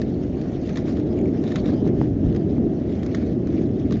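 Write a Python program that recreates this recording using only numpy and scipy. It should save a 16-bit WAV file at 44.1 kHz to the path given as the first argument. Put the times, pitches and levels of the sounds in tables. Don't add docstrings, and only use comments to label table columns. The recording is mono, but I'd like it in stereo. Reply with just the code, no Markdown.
import sys
import numpy as np
from scipy import signal
from scipy.fft import rfft, irfft
from scipy.io import wavfile
from scipy.ndimage import uniform_filter1d

SR = 44100
rng = np.random.default_rng(int(sys.argv[2]) if len(sys.argv) > 2 else 0)


def put_to_file(sound):
    columns = np.atleast_2d(sound).T
    safe = np.clip(columns, -1, 1)
    whole_steps = np.round(safe * 32767)
    wavfile.write(sys.argv[1], SR, whole_steps.astype(np.int16))


N = 176400
T = np.arange(N) / SR
BIN_HZ = np.arange(N // 2 + 1) * SR / N
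WALKER_PAN_DB, RIGHT_LEAD_S = -9.5, 3 / SR
IMPACT_ATTACK_S = 0.00023


def from_db(db):
    return 10 ** (np.asarray(db) / 20)


def rms_one(x):
    return x / np.sqrt(np.mean(x ** 2) + 1e-20)


def envelope(rows):
    return from_db(np.interp(T, *np.transpose(rows)))


def colour(x, points):
    hz, db = np.transpose(points)
    f = np.maximum(BIN_HZ, 1)
    beyond = np.abs(np.log(f / np.clip(f, hz[0], hz[-1])))
    gain = rms_one(from_db(np.interp(np.log(f), np.log(hz), db)) * np.exp(-2 * beyond))
    cepstrum = irfft(np.log(gain + 1e-9), N)
    cepstrum[1:N // 2] *= 2
    cepstrum[N // 2 + 1:] = 0
    return irfft(rfft(x) * np.exp(rfft(cepstrum)), N)


def drift(rate_hz):
    return rms_one(irfft(rfft(rng.standard_normal(N)) / (1 + (BIN_HZ / rate_hz) ** 2), N))


def grainy(per_s, share, spread_db):
    sizes = from_db(spread_db * np.minimum(rng.exponential(1, N), 4)) * rng.choice([-1, 1], N)
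    grains = rms_one(sizes * (rng.random(N) < per_s / SR))
    return np.sqrt(share) * grains + np.sqrt(1 - share) * rng.standard_normal(N)


def steady(x, span_s):
    return x / np.sqrt(uniform_filter1d(x ** 2, int(span_s * SR)) + 1e-12)


def from_right(x, lead_s):
    return np.array([np.interp(T - lead_s, T, x), x])


def place(x, pan_db, diffuse, lead_s=RIGHT_LEAD_S):
    sides = from_db(np.array([[pan_db], [-pan_db]]) / 2)
    direct = np.sqrt(1 - diffuse) * from_right(x, lead_s)
    return sides / sides.mean() * (direct + np.sqrt(diffuse) * rng.standard_normal((2, N)))


def wind():
    # frequency_hz, level_db
    spectrum = [(15, -12.5), (60, 11.5), (140, 5), (280, -13), (600, -24), (1000, -32.5)]
    noise = colour(rng.standard_normal((2, N)), spectrum)
    return from_db(-45 + 2 * drift(3)) * noise


def jet_hiss():
    # start_s, length_s, level_db
    flares = [(1.858, .04, -51), (1.97, 0.1, -53.5)]
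    # frequency_hz, level_db
    spectrum = [(500, -12.5), (1150, -3.5), (1450, -3), (1800, 1.5), (2100, -4.5), (2350, -7), (2800, -4.5),
                (4000, -15), (6500, -14.5), (8000, -33.5)]
    attack_s, release_s, floor_db = 0.014, 0.037, -58.5
    flaring = np.zeros(N)
    for start_s, length_s, db in flares:
        rise = np.clip((T - start_s) / attack_s + .5, 0, 1)
        fall = np.clip((start_s + length_s - T) / release_s + .5, 0, 1)
        flaring += from_db(db) * rise * fall
    gain = np.hypot(flaring * from_db(1.6 * drift(18)), from_db(floor_db))
    noise = place(grainy(per_s=700, share=0.29, spread_db=2), pan_db=1.0, diffuse=0.71, lead_s=0)
    return gain * colour(noise, spectrum)


def clothing_rustle():
    # time_s, level_db
    strokes = [(0, -50.5), (.08, -53.5), (.17, -54), (.32, -53), (.62, -52), (.69, -47), (.74, -48),
               (.79, -45), (.83, -51), (.885, -46.5), (.97, -51), (1.05, -55.5), (1.15, -53), (1.31, -56.5),
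               (1.365, -46.5), (1.41, -53.5), (1.48, -46), (1.595, -45), (1.625, -52.5), (1.68, -42),
               (1.77, -53.5), (1.88, -52.5), (1.93, -60), (2.0, -54), (2.19, -62), (2.28, -51.5),
               (2.37, -55.5), (2.46, -60), (2.54, -52), (2.61, -59.5), (2.78, -55), (2.94, -50.5),
               (3.0, -56), (3.12, -49), (3.17, -47), (3.22, -51.5), (3.32, -52), (3.38, -62.5), (3.55, -49),
               (3.72, -57.5), (3.79, -50.5), (3.88, -53.5), (3.97, -50)]
    # frequency_hz, level_db
    spectrum = [(500, -22.5), (1150, 2.5), (1500, 2.5), (2100, 3), (2750, -2), (3600, 0), (4700, -3.5),
                (5500, -4), (6600, -6.5), (7400, -14), (8200, -42.5)]
    band_spacing_hz = 550
    creases = place(grainy(per_s=500, share=0.51, spread_db=1.5), WALKER_PAN_DB, diffuse=0.068)
    flutter = from_db(-1 + 1.48 * drift(21))
    rustle_bins = rfft(colour(creases * envelope(strokes) * flutter, spectrum))
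    out = np.zeros((2, N))
    for k in range(17):
        band = np.maximum(1 - np.abs(BIN_HZ / band_spacing_hz - k), 0)
        out += irfft(rustle_bins * band, N) * from_db(3.5 * drift(23) - 1)
    return out


def fabric_squeaks():
    # start_s, length_s, pitch_hz, level_db
    squeaks = [(1.58, 0.03, 4400, -47.5), (1.685, 0.2, 3300, -59.5), (1.722, 0.11, 5080, -59)]
    width_hz, sag_hz_per_s = 220, 1500
    out = np.zeros(N)
    for start_s, length_s, hz, db in squeaks:
        age = np.clip(T - start_s, 0, length_s)
        phase = 2 * np.pi * np.cumsum(hz - sag_hz_per_s * age) / SR
        rough_tone = drift(width_hz) * np.sin(phase) + drift(width_hz) * np.cos(phase)
        out += from_db(db) * np.sin(np.pi * age / length_s) * rough_tone
    return place(out, WALKER_PAN_DB, diffuse=0)


def struck(taps, modes):
    out = np.zeros(N)
    for start_s, db in taps:
        age = np.clip(T - start_s, 0, .2)
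        attack = np.minimum(age / IMPACT_ATTACK_S, 1)
        for hz, mode_db, t60_s in modes:
            decay = from_db(db + mode_db + rng.normal(0, 3) - 60 * age / t60_s)
            out += decay * attack * np.sin(2 * np.pi * hz * age)
    return place(out, WALKER_PAN_DB, diffuse=0)


def gear_clacks():
    # start_s, level_db
    clacks = [(0.0155, -28.5), (0.413, -39.5), (0.6729, -37.5), (0.692, -31.5), (0.7577, -28.5),
              (0.7712, -25), (0.8799, -36.5), (0.9692, -38), (0.998, -40), (1.4386, -33), (1.4755, -35.5),
              (1.5184, -29.5), (1.5578, -21.5), (1.8746, -36.5), (2.3476, -36.5), (2.3615, -31.5),
              (3.031, -33), (3.063, -33.5), (3.1468, -24), (3.471, -37.5), (3.908, -32.5), (3.9225, -27),
              (3.9689, -39)]
    # frequency_hz, level_db
    spectrum = [(350, -19), (800, -12.5), (1150, 0.5), (1450, -3), (1800, 1.5), (2800, -10), (3600, -4.5),
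                (5400, -9.5), (6600, -10), (7500, -20), (8500, -40)]
    # frequency_hz, level_db, t60_s
    body_modes = [(1123, -13, 0.027), (1765, -8.5, 0.012), (3740, -13.5, 0.0055)]
    rattle_db, hold_s, burst_t60_s = -7.5, 0.001, 0.034
    tail_db, tail_t60_s = -18, .09
    force = np.zeros(N)
    for start_s, db in clacks:
        age = np.maximum(T - start_s, 0)
        attack = np.minimum(age / IMPACT_ATTACK_S, 1)
        burst = from_db(-60 * np.clip((age - hold_s) / burst_t60_s, 0, 3))
        tail = from_db(tail_db - 60 * np.minimum(age / tail_t60_s, 3))
        force += from_db(db + rattle_db) * attack * (burst + tail)
    rattle = place(grainy(per_s=3400, share=0.17, spread_db=3.0), WALKER_PAN_DB, diffuse=0.48)
    return colour(force * rattle, spectrum) + struck(clacks, body_modes)


def fastener_ticks():
    # start_s, level_db
    ticks = [(1.1398, -40.5), (1.1707, -33), (1.1892, -28), (1.2134, -28.5), (1.257, -32)]
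    # frequency_hz, level_db, t60_s
    modes = [(2250, -9, 0.018), (2170, -20.5, .02), (6600, -17, 0.011), (6800, -17.5, 0.012)]
    return struck(ticks, modes)


def gas_blasts():
    # time_s, level_db, front_cutoff_hz
    blasts = [(1.2255, -17, 446), (1.691, -16, 302), (1.7365, -14, 900), (1.8657, -4.5, 500),
              (1.8763, -18, 800), (2.0145, -3.5, 2530), (2.0155, -13.5, 2000), (2.283, -20, 350),
              (2.582, -7.5, 447), (2.673, -17, 496), (3.6162, -11, 358)]
    width_s, suction_delay_s, suction_ratio, low_cut_hz = 0.00065, 0.0018, 0.78, 129
    out = np.zeros(N)
    for time_s, db, front_hz in blasts:
        spike = np.exp(-np.abs(T - time_s) / width_s)
        suction = suction_ratio * np.exp(-((T - time_s - suction_delay_s) / width_s) ** 2)
        rounding = signal.butter(1, front_hz, fs=SR, output="sos")
        out += from_db(db) * signal.sosfilt(rounding, spike - suction + 1e-18)
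    return signal.sosfilt(signal.butter(1, low_cut_hz, "high", fs=SR, output="sos"), out)


def lava_fountains():
    # frequency_hz, level_db
    roar_spectrum = [(90, -32.5), (170, -5), (215, -1), (260, 0.5), (310, -1.5), (368, -4), (430, -10.5),
                     (520, -23), (900, -64)]
    # time_s, level_db
    roar_level = [(0, -25.5), (.12, -26), (.45, -27.5), (.75, -27.5), (.98, -23), (1.06, -25),
                  (1.24, -20.5), (1.33, -22.5), (1.48, -25), (1.62, -25), (1.7, -20), (1.79, -25),
                  (1.875, -19.5), (1.94, -23), (2.03, -22.5), (2.13, -26), (2.27, -21.5), (2.33, -23.5),
                  (2.5, -23.5), (2.64, -20.5), (2.78, -26.5), (2.89, -24.5), (3.0, -27.5), (3.25, -23.5),
                  (3.46, -25), (3.62, -20.5), (3.67, -23.5), (3.8, -25), (3.93, -21), (4, -27)]
    # frequency_hz, level_db
    edge_spectrum = [(350, -13), (470, 1), (530, -0.5), (610, 1.5), (760, -8), (950, -20.5), (1400, -28),
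                     (3000, -64)]
    # time_s, level_db
    edge_level = [(0.0, -31.5), (0.02, -41), (1.02, -39), (1.25, -35), (1.29, -40), (1.73, -35),
                  (1.78, -38), (1.86, -36.5), (2.16, -42), (2.21, -39), (3.85, -40.5), (4.0, -41.5)]
    # frequency_hz, level_db
    rumble_spectrum = [(10, -28), (22, -15.5), (36, -9.5), (52, -6), (70, 3), (130, 3), (170, 2.5),
                       (260, -20), (600, -48.5)]
    # time_s, level_db
    rumble_level = [(0, -24), (.1, -27), (.55, -27.5), (.85, -27.5), (1.25, -24.5), (1.5, -26.5),
                    (1.88, -23), (2.16, -20.5), (2.22, -25.5), (2.27, -13.5), (2.33, -24), (2.6, -25),
                    (2.8, -27), (3.2, -25.5), (3.5, -25.5), (3.8, -23.5), (4, -23.5)]
    roar = steady(colour(grainy(per_s=260, share=0.24, spread_db=1.5), roar_spectrum), span_s=0.087)
    edge = steady(colour(grainy(per_s=600, share=0.25, spread_db=2), edge_spectrum), span_s=0.043)
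    rumble = steady(colour(rng.standard_normal(N), rumble_spectrum), span_s=0.07)
    roar *= from_db(1.5) * envelope(roar_level)
    edge *= from_db(1) * envelope(edge_level)
    rumble *= from_db(-2.15) * envelope(rumble_level)
    return from_right(roar + rumble + gas_blasts(), lead_s=1.7 / SR) + from_right(edge, RIGHT_LEAD_S)


def scene():
    return (lava_fountains() + wind() + clothing_rustle() + fabric_squeaks() + jet_hiss()
            + gear_clacks() + fastener_ticks())


def record(dry):
    cutoff_hz = 7600
    return signal.sosfilt(signal.ellip(8, .2, 80, cutoff_hz, fs=SR, output="sos"), dry)


dry = scene()
out = record(dry)
put_to_file(out)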